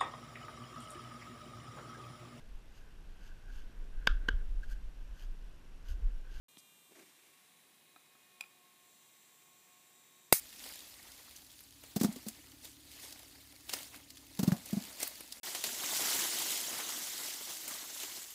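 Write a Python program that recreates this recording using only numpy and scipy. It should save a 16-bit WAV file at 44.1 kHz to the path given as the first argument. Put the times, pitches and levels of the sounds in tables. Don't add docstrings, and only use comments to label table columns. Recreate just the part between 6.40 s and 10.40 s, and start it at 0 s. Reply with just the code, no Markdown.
import sys
import numpy as np
from scipy import signal
from scipy.fft import rfft, irfft, next_fast_len
from scipy.io import wavfile
from scipy.ndimage import map_coordinates

SR = 44100
rng = np.random.default_rng(int(sys.argv[2]) if len(sys.argv) > 2 else 0)


def wav_out(sig):
    wavfile.write(sys.argv[1], SR, np.round(np.clip(np.atleast_2d(sig).T, -1, 1) * 32767).astype(np.int16))


N = 176400
TIME = np.arange(N) / SR
ROOM_T60_S, MIC_ROLLOFF_HZ = 0.26, 143


def amp(db):
    return 10 ** (np.asarray(db) / 20)


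def unit(x):
    return x / np.sqrt(np.mean(x ** 2) + 1e-20)


def curves(rows):
    times, *columns = np.transpose(rows)
    return [np.interp(TIME, times, column) for column in columns]


def wobble(rate):
    return map_coordinates(rng.standard_normal(int(N * rate / SR) + 4), [TIME * rate])


def filtered(x, response):
    size = next_fast_len(N + SR // 2)
    return irfft(rfft(x, size) * response(np.fft.rfftfreq(size, 1 / SR)), size)[:N]


def coloured(x, spectrum):
    points_hz, db = np.transpose(spectrum)
    return unit(filtered(x, lambda hz: amp(np.interp(np.log(hz + 1), np.log(points_hz + 1), db))))


def noise(spectrum):
    return coloured(rng.standard_normal(N), spectrum)


def fade(t, t60):
    return (t >= 0) * np.exp(-np.log(1000) * np.maximum(t, 0) / t60)


def taps(events, modes, tick_db, tick_t60, room_db):
    direct, t = np.zeros(N + SR), np.arange(SR // 4) / SR
    attack = 1 - np.exp(-t / 0.00057)
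    bass_cut = signal.butter(4, MIC_ROLLOFF_HZ, "highpass", fs=SR, output="sos")
    for start, db, treble_hz in events:
        ring = sum(amp(level + rng.normal(0, 1)) * fade(t, t60) * np.sin(2 * np.pi * hz * t)
                   for hz, level, t60 in modes)
        tick = amp(tick_db) * fade(t, tick_t60) * rng.standard_normal(len(t))
        band = np.vstack([bass_cut, signal.butter(2, treble_hz, fs=SR, output="sos")])
        direct[round(start * SR):][:len(t)] += amp(db) * signal.sosfilt(band, (ring + tick) * attack)
    tail = rng.standard_normal(len(t)) * fade(t, ROOM_T60_S)
    room = signal.fftconvolve(direct[:N], tail / np.linalg.norm(tail))[:N]
    return direct[:N] + amp(room_db) * room


# (frequency [Hz], relative level [dB])
HISS_COLOUR = [(18, -61), (30, -25), (92, -15), (132, -3), (211, -1.5), (404, -4.5), (597, -6.5), (754, -7),
               (953, -5.5), (1110, -4), (1300, -11.5), (2370, -7.5), (2990, -9), (3590, -4.5),
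               (5030, -13.5), (9890, -10), (15000, -11.5)]


def hiss():
    return amp(-67.5) * noise(HISS_COLOUR)


# (time [s], rub level [dB], rustle level [dB])
BRUSH_LEVELS = [(.47, -110, -105), (.52, -61, -72), (.54, -73, -70), (.56, -61.5, -62.5), (.6, -61, -63),
                (.655, -79, -68.5), (.69, -71, -68), (.74, -80, -71), (.9, -80, -70), (1.1, -100, -74)]
# (time [s], level [dB])
SCRAPE_LEVEL = [(.165, -110), (.182, -60.5), (.205, -63), (.225, -110)]
# (frequency [Hz], relative level [dB])
RUB_COLOUR = [(50, -48), (100, -37), (230, -13), (300, 1.5), (380, 1), (470, -14), (660, -9.5), (1000, -20),
              (2000, -41)]
RUSTLE_COLOUR = [(60, -45), (300, -23), (900, -10), (2200, 4), (3500, -6.5), (5500, -3.5), (10000, -8),
                 (15000, -15.5)]
SCRAPE_COLOUR = [(1500, -28), (3500, -1), (5200, 4), (9000, 5), (15000, -9)]
# (time [s], gain [dB], treble limit [Hz])
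BUMPS = [(.1705, -49.5, 3800), (.52, -58, 1000), (.603, -57, 1700), (.627, -57, 2200)]
# (frequency [Hz], relative level [dB], t60 [s])
CAMERA_MODES = [(195, -4.5, 0.032), (268, -2, 0.028), (890, -3.5, 0.0089), (2400, 4, 0.008),
                (3150, 11.5, 0.0054)]


def handling():
    rub_db, rustle_db = curves(BRUSH_LEVELS)
    grain_db = 1.9 * wobble(160)
    rub = amp(rub_db) * noise(RUB_COLOUR)
    rustle = amp(rustle_db + grain_db) * noise(RUSTLE_COLOUR)
    scrape = amp(curves(SCRAPE_LEVEL)[0] + grain_db) * noise(SCRAPE_COLOUR)
    return rub + rustle + scrape + taps(BUMPS, CAMERA_MODES, tick_db=8, tick_t60=0.012, room_db=-38)


# (time [s], gain [dB], treble limit [Hz])
KNOCKS = [(1.561, -50, 6000), (1.751, -59, 7000)]
# (frequency [Hz], relative level [dB], t60 [s])
KNOCK_MODES = [(310, -9.5, 0.037), (745, -1, 0.022), (1305, -2, .035), (1580, -3.5, 0.026),
               (2455, -5, 0.034), (3850, -1, .012)]


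def knocks():
    return taps(KNOCKS, KNOCK_MODES, tick_db=-3, tick_t60=.008, room_db=-11)


# (time [s], frequency [Hz])
HUM_PITCH = [(.9, 370), (1.5, 361), (1.8, 363.5), (2.25, 361.7), (2.5, 358), (2.7, 366), (3.0, 363),
             (3.5, 362.3), (3.68, 365), (3.9, 361.5)]
# (harmonic [number], base level [dB])
HUM_PARTIALS = [(1, -88), (2, -85), (3, -79.5), (5, -87.5)]
# (time [s], gain [dB])
HUM_SWELL = [(.1, -15), (1.1, -3.5), (1.6, -2), (1.85, 2), (2.42, 3.5), (2.6, -4), (3.1, 1), (3.55, 0.5),
             (3.9, -1.5)]
# (time [s], level [dB])
SIZZLE_LEVEL = [(0, -92), (2.3, -83), (2.52, -69.5), (2.7, -70.5), (3.3, -70), (3.9, -70)]
# (frequency [Hz], width [Hz], relative level [dB])
SIZZLE_BANDS = [(6070, 630, -6), (7290, 550, -1), (7920, 700, -3), (13800, 540, -1.5), (15200, 120, -9)]


def hum_and_sizzle():
    def resonances(hz):
        return sum(amp(db) / (1 + (2 * (hz - centre) / width) ** 2)
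                   for centre, width, db in SIZZLE_BANDS)

    pitch = curves(HUM_PITCH)[0] * (1 + 0.00311 * wobble(25.3))
    phase = 2 * np.pi * np.cumsum(pitch) / SR
    partials = sum(amp(db + 2.4 * wobble(12)) * np.sin(k * phase) for k, db in HUM_PARTIALS)
    hum = amp(curves(HUM_SWELL)[0]) * np.sqrt(2) * partials
    sizzle = amp(curves(SIZZLE_LEVEL)[0]) * unit(filtered(rng.standard_normal(N), resonances))
    return hum + sizzle * (1 + .2 * np.cos(phase))


def buzz(rate_curve, spectrum, spread_s, jitter_s=3e-6, flutter_db=.8):
    cycles = np.cumsum(curves(rate_curve)[0]) / SR
    centres = np.interp(np.arange(1, int(cycles[-1])), cycles, np.arange(N))[:, None]
    chance = rng.standard_normal((len(centres), 2))
    centres += jitter_s * SR * chance[:, :1]
    samples = centres.astype(int) + np.arange(-7, 9)
    pulses = np.sinc(samples - centres) * amp(flutter_db * chance[:, 1:])
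    ticks = np.bincount(np.clip(samples, 0, N - 1).ravel(), pulses.ravel(), N)
    chirps = filtered(ticks, lambda hz: np.exp(-2j * np.pi * spread_s * hz ** 2 / SR))
    return coloured(chirps, spectrum)


def whine(rate_curve, harmonic, level_db):
    phase = 2 * np.pi * harmonic * np.cumsum(curves(rate_curve)[0]) / SR
    return np.sqrt(2) * amp(level_db + 1.3 * wobble(5.5)) * np.sin(phase)


# (time [s], pulse rate [Hz])
HIGH_RATE = [(.08, 404.6), (.33, 400.8), (.5, 398), (.75, 394.5), (.9, 392.5), (1.4, 390.5), (1.9, 389.5),
             (2.5, 385), (2.75, 386), (3.1, 383), (3.45, 381), (3.9, 377.5)]
LOW_RATE = [(.08, 358), (1.3, 360), (1.7, 357), (1.9, 355.7), (2.15, 353), (2.45, 351.5), (2.75, 353),
            (3.0, 349.5), (3.4, 349), (3.6, 345), (3.9, 344)]
# (frequency [Hz], relative level [dB])
HIGH_COLOUR = [(300, -37), (800, -14), (1190, -6), (1600, -11), (2000, -10), (2380, -5), (2820, -10),
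               (3200, -6), (3620, -7.5), (4000, -7.5), (4450, -16), (5600, -6), (6500, -3), (7400, -1),
               (8600, 2), (9700, -5), (10400, -14), (11600, -7), (12800, 3), (13600, -10), (14500, -16)]
LOW_COLOUR = [(300, -22), (1400, -15), (2100, -14), (2500, -5.5), (3400, -9.5), (3900, 2.5), (4600, -10.5),
              (6200, -10), (7400, 1), (8800, -2.5), (9700, -0.5), (10400, -23), (13700, 0), (15000, 0)]
# (time [s], high level [dB], low level [dB])
BUZZ_LEVELS = [(.08, -70.5, -81), (.3, -69, -92), (.6, -69.5, -79), (1.0, -74.5, -76.5), (1.5, -83, -73.5),
               (2.3, -92, -72), (2.6, -81, -71), (3.9, -77, -74.5)]
# (time [s], high's 10th [dB], high's 25th [dB], low's 7th [dB])
WHINE_LEVELS = [(.1, -81, -94, -100), (.7, -91, -82, -100), (1.2, -81, -79, -85), (1.7, -81, -83, -79),
                (2.2, -81, -83, -80), (2.7, -81, -80, -92), (3.2, -89, -86, -83), (3.65, -78, -88, -90),
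                (3.9, -80, -98.5, -82)]
# (harmonic [number], level [dB])
NEAR_PARTIALS = [(6, -78), (7, -76), (8, -81), (9, -80)]
# (time [s], gain [dB])
NEAR_FADE = [(.1, -3), (.3, 0), (.55, -5), (.85, -7.5), (1.2, -13), (1.6, -28)]
# (harmonic [number], level relative to its buzz [dB])
LOW_PARTIALS = [(6, -17), (8, -15), (9, -14.5), (10, -15.5), (12, -11)]


def oscillators():
    high_db, low_db = curves(BUZZ_LEVELS)
    high = amp(high_db) * buzz(HIGH_RATE, HIGH_COLOUR, spread_s=.0007)
    low = amp(low_db) * buzz(LOW_RATE, LOW_COLOUR, spread_s=0.00182)
    high_10th_db, high_25th_db, low_7th_db = curves(WHINE_LEVELS)
    near_db, = curves(NEAR_FADE)
    high += whine(HIGH_RATE, 10, high_10th_db) + whine(HIGH_RATE, 25, high_25th_db)
    low += whine(LOW_RATE, 7, low_7th_db)
    high += sum(whine(HIGH_RATE, k, db + near_db) for k, db in NEAR_PARTIALS)
    low += sum(whine(LOW_RATE, k, db + low_db) for k, db in LOW_PARTIALS)
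    return high + low


# (time [s], gain [dB], treble limit [Hz])
SWITCH_CLICKS = [(2.0076, -39, 14000), (2.0088, -32, 15000), (2.0238, -49, 5000), (2.038, -43, 2400),
                 (2.0418, -53, 3000)]
# (frequency [Hz], relative level [dB], t60 [s])
SWITCH_MODES = [(840, -14, .016), (1024, -15.5, 0.021), (1330, -14.5, 0.024), (2460, -1, 0.018),
                (2480, -6, 0.012), (3400, -9, .016), (3940, -12, 0.019), (4830, -9.5, 0.013),
                (5650, -13, .012), (7440, -9, 0.015), (8100, -10, .011), (9860, -17, 0.023),
                (11200, -9, .01), (12100, -16, .012)]


def switch():
    return taps(SWITCH_CLICKS, SWITCH_MODES, tick_db=-8, tick_t60=0.014, room_db=-15)


# (frequency [Hz], relative level [dB])
CRACK_COLOUR = [(600, -3), (1000, -7), (1700, -12), (2400, -1.5), (3200, -8.5), (4900, -2), (5700, -15),
                (6400, -3), (7300, -6.5), (8500, -1.5), (10700, -1), (11700, -10), (13000, -2), (15000, -6)]
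SCATTER_COLOUR = [(350, -64), (600, -30), (1440, -18), (2250, 5), (3460, -32), (4230, -50), (5920, -29),
                  (6420, 2), (10000, 0), (10600, 2), (15000, 8.5)]
THUMP_COLOUR = [(20, -16), (55, -10), (85, -13), (130, -2), (300, -19), (600, -11), (1500, -29)]
ROOM_COLOUR = [(88, -66), (150, -40), (312, -30), (674, -39), (850, -16.5), (972, -25), (1180, -18.5),
               (2100, -12), (2270, -9), (2970, -18), (4720, -10.5), (5400, -8), (15000, -3)]
# (frequency [Hz], relative level [dB], t60 [s])
METAL_MODES = [(163, -27, .04), (380, -18, 0.024), (1510, -15, 0.016), (2180, -11.5, 0.019),
               (2690, -8, 0.017), (3910, -7, 0.013), (4870, -3, 0.011), (6370, -16.5, 0.057),
               (8316, -19, 0.082), (8760, -21, .08), (10700, -16.5, .07)]


def spark(at_s=3.9257, hold_s=0.0015, swing_hz=615, swing_width_s=0.00088, room_rise_s=0.0078):
    t = TIME - at_s
    crack = noise(CRACK_COLOUR) * (t >= 0) * fade(np.maximum(t - hold_s, 0), t60=0.009)
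    swing_t = t - 0.00098
    swing = amp(3) * np.sin(2 * np.pi * swing_hz * swing_t) * np.exp(-(swing_t / swing_width_s) ** 2)
    ring = -sum(amp(db) * np.sin(2 * np.pi * hz * t) * fade(t, t60) for hz, db, t60 in METAL_MODES)
    ring = signal.sosfilt(signal.butter(3, MIC_ROLLOFF_HZ, "highpass", fs=SR, output="sos"), ring)
    scatter = amp(1) * noise(SCATTER_COLOUR) * fade(t, t60=0.037)
    thump = amp(-24) * noise(THUMP_COLOUR) * fade(t, t60=.05)
    room = amp(-11.5) * noise(ROOM_COLOUR) * fade(t, ROOM_T60_S) * np.clip(t / room_rise_s, 0, 1)
    return amp(-12) * (crack + swing + ring + scatter + thump + room)


def scene():
    return (spark() + oscillators() + hum_and_sizzle() + switch() + knocks() + handling() + hiss())[None]


def record(dry):
    start_s, ceiling, top_hz = .083, .75, 15300
    opened = dry[0] * np.clip((TIME - start_s) / .002, 0, 1)
    rounded = opened / (1 + np.abs(opened / ceiling) ** 6) ** (1 / 6)
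    return filtered(rounded, lambda hz: np.clip((top_hz - hz) / 350 + .5, 0, 1))[None]


dry = scene()
out = record(dry)
wav_out(out)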